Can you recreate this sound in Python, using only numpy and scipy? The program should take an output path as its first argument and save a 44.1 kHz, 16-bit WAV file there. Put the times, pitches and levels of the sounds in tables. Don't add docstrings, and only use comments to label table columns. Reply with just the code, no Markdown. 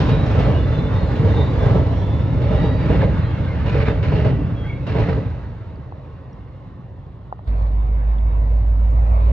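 import sys
import numpy as np
from scipy import signal
from scipy.fft import rfft, irfft
from scipy.io import wavfile
from scipy.ndimage import uniform_filter1d

SR = 44100
rng = np.random.default_rng(int(sys.argv[2]) if len(sys.argv) > 2 else 0)


def transcribe(signal):
    frames = np.atleast_2d(signal).T
    limited = np.clip(frames, -1, 1)
    pcm = np.round(limited * 32767).astype(np.int16)
    wavfile.write(sys.argv[1], SR, pcm)


N = 411012
T = np.arange(N) / SR
HOP, FRAME = 512, 2048

# freq_hz, lead_rad
PORT_LEAD = [(60, -0.26), (260, -0.51), (520, 0.11), (700, 1.3), (950, 1.13), (1700, 0.34), (3300, 1.2),
             (5000, 0.86)]
# start_s, blow_db, treble_db (per decade), rattle_db, grind_db
BOGIE_PASSES = [(-0.131, -16, 12, -46, -50), (0.26, -15.5, 4, -54, -49), (1.155, -14.5, -1, -44, -51),
                (1.528, -14, -3, -51, -54), (2.415, -13.5, -4.5, -40.5, -50),
                (2.802, -14.5, -6.5, -34.5, -42), (3.657, -14.5, -1, -40, -35.5),
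                (4.027, -14.5, 0, -42.5, -37.5), (4.865, -14, 0.5, -39.5, -37)]
AXLE_GAP_S = 0.127


def amp(db):
    return 10 ** (np.asarray(db) / 20)


def evened(x):
    return x / np.sqrt(np.mean(x ** 2) + 1e-20)


def read(points, hz):
    f, value = np.transpose(points)
    return np.interp(np.log(hz + 1), np.log(f + 1), value)


def curves(rows):
    s, *columns = np.transpose(rows)
    return [np.interp(T, s, column) for column in columns]


def add(mix, s, sound):
    start = round(s * SR)
    part, sound = mix[:, max(start, 0):], sound[:, max(-start, 0):]
    part[:, :sound.shape[1]] += sound[:, :part.shape[1]]


def drift(rate_hz):
    s = T[::64]
    hz = np.fft.rfftfreq(len(s), s[1])
    spectrum = rfft(rng.standard_normal(len(s))) * np.exp(-(hz / rate_hz) ** 2)
    return evened(np.interp(T, s, irfft(spectrum, len(s))))


def noise(spectrum, lead, patchy_db, size=N, t60=None, ripple_db=0):
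    # freq_hz, likeness
    likeness = [(60, 1), (210, 0.99), (400, 0.91), (720, 0.83), (1350, 0.79), (2500, 0.6), (5000, 0.29)]
    # freq_hz, balance_db
    balance = [(60, -2), (120, 0.0), (260, 0.5), (530, -3.5), (1090, -1.5), (2260, -2.5), (4670, 0.5)]
    frames, hz = size // HOP + 5, np.fft.rfftfreq(FRAME, 1 / SR)
    a, b, c, d, patches = rng.standard_normal((5, frames, len(hz)))
    same = np.clip(read(likeness, hz), -1, 1)
    left = a + 1j * b
    right = same * left + np.sqrt(1 - same ** 2) * (c + 1j * d)
    right = right * np.exp(-1j * read(lead, hz))
    side = amp(read(balance, hz) / 2)
    patches = uniform_filter1d(uniform_filter1d(patches, size=6, axis=0), size=9, axis=1)
    level_db = read(spectrum, hz) + patchy_db * evened(patches) + ripple_db
    z = np.array([left * side, right / side]) * amp(level_db)
    if t60 is not None:
        frame_s = np.arange(frames)[:, None] * HOP / SR
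        z *= amp(-60 * frame_s / read(t60, hz))
    sound = signal.istft(z.swapaxes(-1, -2), nperseg=FRAME, noverlap=FRAME - HOP)[1]
    return evened(sound[:, :size])


def steadied(x, size):
    return x / np.sqrt(uniform_filter1d((x ** 2).mean(0), size) + 1e-9)


def steel_modes(depth_db=2.5):
    # time_s, level_db
    harshness = [(2.2, -2.5), (3, 2), (3.85, 1.5), (6.5, -3.5)]
    hz, s = np.fft.rfftfreq(FRAME, 1 / SR), np.arange(N // HOP + 5) * HOP / SR
    field = uniform_filter1d(rng.standard_normal((len(s), len(hz))), size=45, axis=0)
    octaves = np.log2((hz + 1) / 2000)
    harsh = np.interp(s, *np.transpose(harshness))[:, None] * np.exp(-octaves ** 2 / 2)
    return harsh + depth_db * evened(field) * np.clip(hz / 300, 0, 1)


def rolling(modes_db, roar_db=-3.0, judder_db=0.5, judder_hz=30, lurch_db=1):
    # time_s, boom_db, roar_db
    fading = [(0, -17.5, -24), (0.8, -17.5, -24.5), (2.1, -17.5, -26.5), (3.3, -18.5, -28.5),
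              (4.45, -19, -32), (4.8, -25.5, -35), (5.15, -20, -32.5), (5.6, -31.5, -41.5),
              (6.2, -35.5, -43.5), (7.45, -36, -52), (7.8, -39, -62)]
    # freq_hz, relative_density_db
    boom_colour = [(20, -50), (33, -31.5), (42, -21), (52, -1.5), (70, 2), (96, -3), (120, 4), (145, -8),
                   (160, -14.5), (174, -5.5), (205, -17), (290, -16.5), (400, -36), (1500, -100)]
    # freq_hz, relative_density_db
    roar_colour = [(120, -15.5), (275, 3), (365, -4), (430, 0.5), (570, -0.5), (730, -8.5), (810, -6),
                   (1400, -13.5), (2100, -16.5), (2480, -22), (2800, -20), (3150, -26.5), (3700, -25),
                   (7200, -47.5), (8500, -62)]
    shake_delay_s, shake_width_s, shake_boom_db, shake_roar_db = 0.15, 0.14, 3, 4
    boom_level_db, roar_level_db = curves(fading)
    shake = sum(np.exp(-((T - s - shake_delay_s) / shake_width_s) ** 2) for s, *_ in BOGIE_PASSES)
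    boom = steadied(noise(boom_colour, PORT_LEAD, patchy_db=1.5), size=3500)
    boom *= amp(boom_level_db + shake_boom_db * shake + lurch_db * drift(11))
    roar = noise(roar_colour, PORT_LEAD, patchy_db=1.55, ripple_db=modes_db)
    judder = judder_db * drift(judder_hz)
    roar = steadied(roar, size=4000) * amp(roar_level_db + roar_db + shake_roar_db * shake + judder)
    return boom + roar


def blows():
    # delay_s, gain_db, treble_db
    joints = [(0, -8.5, 11), (.092, 0, -2.5)]
    # time_s, level_db, treble_db
    single_knocks = [(0.546, -22.5, 0), (1.268, -18, -4), (1.66, -18, -3), (1.742, -16.5, -6),
                     (2.95, -19, 0.5), (4.19, -19.5, -2), (4.244, -20, -3), (4.885, -23, 5),
                     (4.944, -16, -2.5), (4.982, -15.5, 0.5), (5.17, -18.5, -15)]
    second_axle_db = 1
    struck = []
    for s, db, treble_db, *_ in BOGIE_PASSES:
        for axle in (0, 1):
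            for delay, joint_db, joint_treble_db in joints:
                time_s = s + axle * AXLE_GAP_S + delay
                level_db = db + joint_db + axle * second_axle_db
                struck.append((time_s, level_db, treble_db + joint_treble_db))
    return struck + list(single_knocks)


def clacks(modes_db, clang_db=-6, crack_s=0.0071, ring_db=-10, attack_s=0.0038):
    # freq_hz, relative_density_db
    clang_colour = [(30, -39), (70, 11), (125, 16.5), (190, 7.5), (250, 0), (365, -4), (450, 8), (530, 1),
                    (620, 3), (740, -7), (1300, -14), (2100, -20.5), (2450, -29), (2800, -19),
                    (3200, -25.5), (3900, -29.5), (5200, -37), (8800, -60.5)]
    # freq_hz, level_db, t60_s
    girders = [(181, -9.5, 0.18), (292, -6, 0.58), (425.6, -2.5, 0.32), (442.5, 0, 0.27),
               (530, -13.5, 0.29), (580, -9.5, 0.27), (809, -12.5, 0.44), (966, -6.5, 0.13),
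               (1970, -25.5, 0.93)]
    # freq_hz, t60_s
    truss_decay = [(60, 0.77), (450, 0.47), (1500, 0.55), (4000, 0.6), (8000, 0.11)]
    out, t = np.zeros((2, N)), np.arange(SR // 2) / SR
    for s, db, treble_db in blows():
        colour = [(hz, level + treble_db * np.clip(np.log10(hz / 400), 0, 1)) for hz, level in clang_colour]
        ripple_db = modes_db[max(int(s * SR), 0) // HOP]
        clang = noise(colour, PORT_LEAD, patchy_db=1, size=len(t), t60=truss_decay, ripple_db=ripple_db)
        clang *= amp(clang_db) / np.std(clang[:, :SR // 20])
        clang *= 1 + np.exp(-t / crack_s)
        ring = 0
        for hz, level, t60 in girders:
            turns = hz * (1 + 0.005 * rng.standard_normal()) * t + rng.random()
            ring = ring + amp(level - 60 * t / t60) * np.sin(2 * np.pi * turns)
        ring = amp(ring_db) * ring * amp([[-2], [2]])
        add(out, s, amp(db) * (clang + ring) * (1 - np.exp(-t / attack_s)))
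    return out


def rattle(delay_s=0.1, width_s=0.031, grains_per_s=200, grain_s=0.023, second_db=1):
    # freq_hz, relative_density_db
    colour = [(200, -20), (430, 0.5), (620, 4.5), (950, 7), (1400, -3.5), (2100, -1.5), (2800, -9.5),
              (3200, -16.5), (3900, -13), (5200, -27.5), (7500, -46.5), (9000, -59.5)]
    surge = 0
    for s, _, _, db, _ in BOGIE_PASSES:
        for axle in (0, 1):
            burst = np.exp(-((T - s - axle * AXLE_GAP_S - delay_s) / width_s) ** 2)
            surge = surge + amp(db + axle * second_db) * burst
    hits = (rng.random(N) < grains_per_s / SR) * rng.uniform(0.67, 1, N)
    grains = evened(signal.lfilter([1], [1, -np.exp(-1 / (grain_s * SR))], hits))
    return noise(colour, PORT_LEAD, patchy_db=4.0) * grains * surge


def grinding(length_s=0.24, attack_s=0.0053, release_s=0.054, grit_db=3.0, grit_hz=110):
    # freq_hz, relative_density_db
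    colour = [(300, -17.5), (950, 1), (2100, 1), (2850, -2.5), (3200, -15.5), (3700, -10.5), (4500, -14),
              (7300, -35.5), (8800, -52)]
    gate = 0
    for s, *_, db in BOGIE_PASSES:
        attack = 1 - np.exp(-np.maximum(T - s, 0) / attack_s)
        release = np.exp(-np.maximum(T - s - length_s, 0) / release_s)
        gate = gate + amp(db) * attack * release
    grit = amp(grit_db * drift(grit_hz))
    return evened(noise(colour, PORT_LEAD, patchy_db=3.0) * grit) * gate


def singing(waver_hz=14, come_and_go_db=7, flutter_hz=25):
    # freq_hz, level_db
    wheel_modes = [(2900, -66.5), (3500, -64), (3640, -61.5), (3864, -66), (4245, -70), (5726, -80),
                   (6976, -83.5), (11890, -89.5), (12115, -89.5)]
    until_s, fade_s = 3.3, 0.7
    out = np.zeros((2, N))
    for hz, db in wheel_modes:
        tone = np.sin(2 * np.pi * np.cumsum(hz + waver_hz * drift(7.1)) / SR)
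        tone *= amp(come_and_go_db * np.tanh(drift(4)))
        flutter = np.array([drift(flutter_hz), drift(flutter_hz)])
        out += amp(db) * evened(tone * (1 + flutter))
    return out * np.clip((until_s - T) / fade_s, 0, 1)


def open_air():
    # freq_hz, relative_density_db
    colour = [(120, -27.5), (200, -10.5), (330, -16), (363, 1), (400, -10.5), (1080, -10.5), (1660, -27.5),
              (1830, -22), (2360, -33), (3600, -33), (5120, -50), (6660, -80), (11300, -120)]
    return amp(-50.5) * noise(colour, PORT_LEAD, patchy_db=2.5)


def flanges(level_db=1, rasp_hz=18, rise_hz=8, stutter_db=2.5):
    # start_s, length_s, pitch_hz, level_db
    squeals = [(.03, .15, 3650, -53), (.08, 0.24, 3868, -48.5), (.495, .14, 2890, -48.5),
               (.571, 0.12, 3500, -50.5), (.67, 0.3, 3524, -51), (.662, 0.26, 4045, -57.5),
               (.92, 0.13, 3710, -52.5), (.953, 0.15, 4220, -56), (1.306, 0.18, 3636, -45.5),
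               (1.335, 0.21, 3870, -52), (1.5, 0.21, 3500, -53), (1.89, 0.28, 3250, -58.5),
               (1.89, 0.35, 3980, -63.5), (1.895, .23, 5730, -68), (1.92, 0.48, 3488, -57),
               (2.54, .36, 3830, -51.5), (2.563, 0.23, 1934, -47), (2.582, .3, 4660, -59.5),
               (3.215, .11, 4060, -57.5), (3.245, 0.13, 3240, -56), (3.66, 0.11, 3700, -60),
               (3.86, .08, 3610, -51.5), (4.66, 0.15, 2210, -50)]
    out, t = np.zeros((2, N)), np.arange(SR // 8) / SR
    for s, length, hz, db in squeals:
        size = int(length * SR)
        wander = evened(uniform_filter1d(rng.standard_normal(size), size=400))
        swell = np.sqrt(abs(np.sin(np.pi * np.linspace(0, 1, size) ** 0.75)))
        pitch = hz + rasp_hz * wander + rise_hz * np.linspace(-0.5, 0.5, size)
        tone = np.sin(2 * np.pi * np.cumsum(pitch) / SR) * swell * amp(stutter_db * drift(18)[:size])
        echoes = rng.standard_normal((2, len(t))) * np.exp(-t / 0.025)
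        paths = echoes + echoes.mean(0)
        sung = signal.fftconvolve(tone[None], paths, axes=1)
        add(out, s - 0.01, amp(db + level_db) * evened(sung) * np.sqrt(size / sung.shape[1]))
    return out


def tail_squeal(rasp_hz=14, chirp_arch_hz=90, chirp_rasp_hz=40, port_delay_s=0.00005):
    # time_s, pitch_hz, level_db
    whine = [(4.545, 3345, -75), (4.57, 3335, -51), (4.625, 3256, -50), (4.66, 3270, -52),
             (4.71, 3350, -53), (4.75, 3305, -61), (4.775, 3360, -59), (4.81, 3300, -76)]
    # start_s, length_s, pitch_hz, level_db
    chirps = [(3.425, .05, 1500, -47), (3.455, 0.05, 1555, -37), (3.472, .025, 2190, -39),
              (3.492, 0.046, 2075, -38), (4.635, .04, 1560, -43), (4.633, 0.033, 1990, -43),
              (4.658, 0.039, 2123, -42), (4.688, 0.031, 2200, -32.5), (4.724, 0.017, 2165, -33),
              (4.747, 0.044, 2290, -49), (4.785, .05, 2170, -50)]
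    whine_hz, whine_db = curves(whine)
    sounding = (T > whine[0][0]) & (T < whine[-1][0])
    lag = np.array([[0], [port_delay_s]])
    turns = np.cumsum(whine_hz + rasp_hz * drift(90)) / SR - whine_hz * lag
    out = np.sqrt(2) * np.sin(2 * np.pi * turns) * amp(whine_db) * sounding
    for s, length, hz, db in chirps:
        arch = np.sin(np.pi * np.linspace(0, 1, int(length * SR)))
        bend = chirp_arch_hz * (arch - arch.mean()) + chirp_rasp_hz * drift(250)[:len(arch)]
        turns = np.cumsum(hz + bend) / SR
        add(out, s, amp(db) * arch * np.sin(2 * np.pi * (turns - hz * lag)))
    return out


def far_wheels(wander=0.025, rasp=0.018, hoarse_hz=40):
    # time_s, level_db
    moan = [(5.2, -71), (6.1, -63), (6.2, -58), (6.35, -66), (7.5, -72)]
    # freq_hz, relative_level_db
    modes = [(1075, 0.5), (1850, -7.5), (2750, -11)]
    out = np.zeros((2, N))
    for hz, db in modes:
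        pitch = hz * (1 + wander * drift(7) + rasp * drift(120))
        flutter = drift(hoarse_hz) + 0.5 * np.array([drift(hoarse_hz), drift(hoarse_hz)])
        out += amp(db) * evened(np.sin(2 * np.pi * np.cumsum(pitch) / SR) * flutter)
    return out * amp(curves(moan)[0])


def water(drops_per_s=1500, spread_db=3):
    # time_s, level_db
    lapping = [(7.4, -90), (7.6, -87.5), (7.8, -88), (8.65, -81), (9.0, -72.5), (9.32, -76.5)]
    # time_s, level_db, pitch_hz
    ticks_and_drips = [(5.757, -60, 4600), (6.33, -60, 5600), (8.184, -51, 3400), (8.91, -63, 6950)]
    out, t = np.zeros((2, N)), np.arange(SR // 40) / SR
    for hz in np.geomspace(5500, 12500, num=16):
        strengths = amp(spread_db * np.minimum(rng.exponential(1, N), 4))
        clicks = (rng.random(N) < drops_per_s / 16 / SR) * strengths
        bubble = np.sin(2 * np.pi * hz * t) * t * hz * np.exp(-t * hz / 3) * 3500 / hz
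        out += signal.oaconvolve(clicks, bubble)[:N] * rng.uniform(0.13, 1, (2, 1))
    out = evened(out) * amp(curves(lapping)[0])
    for s, db, hz in ticks_and_drips:
        swell = t / 0.00068 * np.exp(1 - t / 0.0011)
        add(out, s, amp(db) * np.ones((2, 1)) * np.sin(2 * np.pi * hz * t) * swell)
    return out


def knocks(port_delay_s=0.00025, thud_s=0.0004, ring=0.074, sag=0.5):
    # time_s, level_db, settled_pitch_hz
    hits = [(5.923, -26, 766), (7.3256, -14.5, 740), (7.392, -31, 775)]
    out, t = np.zeros((2, N)), np.arange(SR // 20) / SR
    late = np.maximum(t - np.array([[port_delay_s], [0]]), 0)
    thud = (late / thud_s / 2) ** 2 * np.exp(2 - late / thud_s)
    swell = thud + ring * (late / 0.0013) ** 2 * np.exp(-late / 0.0017) * 2
    for s, db, hz in hits:
        turns = hz * (late + sag * 0.00075 * (1 - np.exp(-late / 0.0022)))
        add(out, s, amp(db + 1.0) * swell * np.sin(2 * np.pi * turns))
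    return out


def reeds(crackle_db=4.0):
    # time_s, level_db
    rustle = [(7.43, -83), (7.48, -60), (7.53, -73), (7.6, -59), (7.68, -69), (7.8, -92), (8.3, -75),
              (9.32, -70.5)]
    # freq_hz, relative_density_db
    colour = [(1500, -25.5), (3000, -7.5), (3700, 1.5), (4500, 0), (5400, -15.5), (7200, -19), (9000, -26),
              (12000, -26)]
    return noise(colour, PORT_LEAD, patchy_db=3) * amp(curves(rustle)[0] + crackle_db * drift(120))


def engine(hum_hz=96.3, hum_db=-17, rumble_db=-16):
    # time_s, rate_hz
    speed = [(7.46, 51.87), (8.5, 52.84), (9.32, 56.8)]
    # time_s, drone_db, rush_db
    levels = [(7.5, -16.5, -43), (8.3, -15, -42.5), (8.8, -13, -44.5), (9.32, -12.5, -36)]
    # multiple, relative_level_db
    orders = [(7, -29.5), (8, 10.5), (9, -6), (10, -37), (16, -33)]
    # freq_hz, level_db
    machine_tones = [(738, -56), (985, -58)]
    # freq_hz, relative_density_db
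    rumble_colour = [(25, -24), (55, -2), (110, -1.5), (150, -17), (200, -13.5), (280, -22), (400, -43),
                     (900, -94)]
    # freq_hz, relative_density_db
    rush_colour = [(110, -3.5), (190, -1), (270, -3), (360, -7.5), (480, -1), (620, -1), (800, -4.5),
                   (1050, -5), (1550, -17.5), (2250, -19.5), (3100, -31), (4300, -33), (5400, -46.5),
                   (7000, -50.5), (9000, -49)]
    # freq_hz, lead_rad
    rush_lead = [(60, 2.5), (300, -1.5), (500, -0.7), (720, 2), (1100, 2.5), (1500, 4), (2000, 5),
                 (3000, 7), (4200, 16.5)]
    on_s, onset_s = 7.462, 0.017
    (firing_hz,), (drone_db, rush_db) = curves(speed), curves(levels)
    cycles = np.cumsum(firing_hz + 0.3 * drift(6)) / SR / 8
    drone = evened(sum(amp(db) * np.sin(2 * np.pi * (k * cycles + rng.random())) for k, db in orders))
    hum = np.sin(2 * np.pi * np.cumsum(hum_hz + 1.5 * drift(4)) / SR)
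    hum = amp(hum_db) * evened(hum * amp(2.5 * drift(3)))
    rumble = amp(rumble_db) * noise(rumble_colour, PORT_LEAD, patchy_db=1.5)
    rush = amp(rush_db + 4.5) * noise(rush_colour, rush_lead, patchy_db=2.5)
    whine = 0
    for hz, db in machine_tones:
        tone = np.sin(2 * np.pi * np.cumsum(hz + drift(5)) / SR)
        whine = whine + amp(db) * evened(tone * amp(2 * drift(3)))
    low = amp(drone_db) * ((drone + hum) * amp([[-0.9], [0.9]]) + rumble)
    return (low + rush + whine) * np.clip((T - on_s) / onset_s, 0, 1)


def scene():
    modes_db = steel_modes()
    train = rolling(modes_db) + clacks(modes_db) + rattle() + grinding()
    train += singing() + flanges() + tail_squeal() + far_wheels()
    return train + open_air() + water() + knocks() + reeds() + engine()


def record(dry, low_cut_hz=42, edge_hz=13000):
    thinned = signal.sosfilt(signal.butter(4, low_cut_hz, "high", fs=SR, output="sos"), dry)
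    faded = thinned * signal.windows.tukey(N, 0.001)
    band_limit = signal.firwin(511, edge_hz, window=("kaiser", 9), fs=SR)
    return signal.oaconvolve(faded, band_limit[None], "same")


dry = scene()
out = record(dry)
transcribe(out)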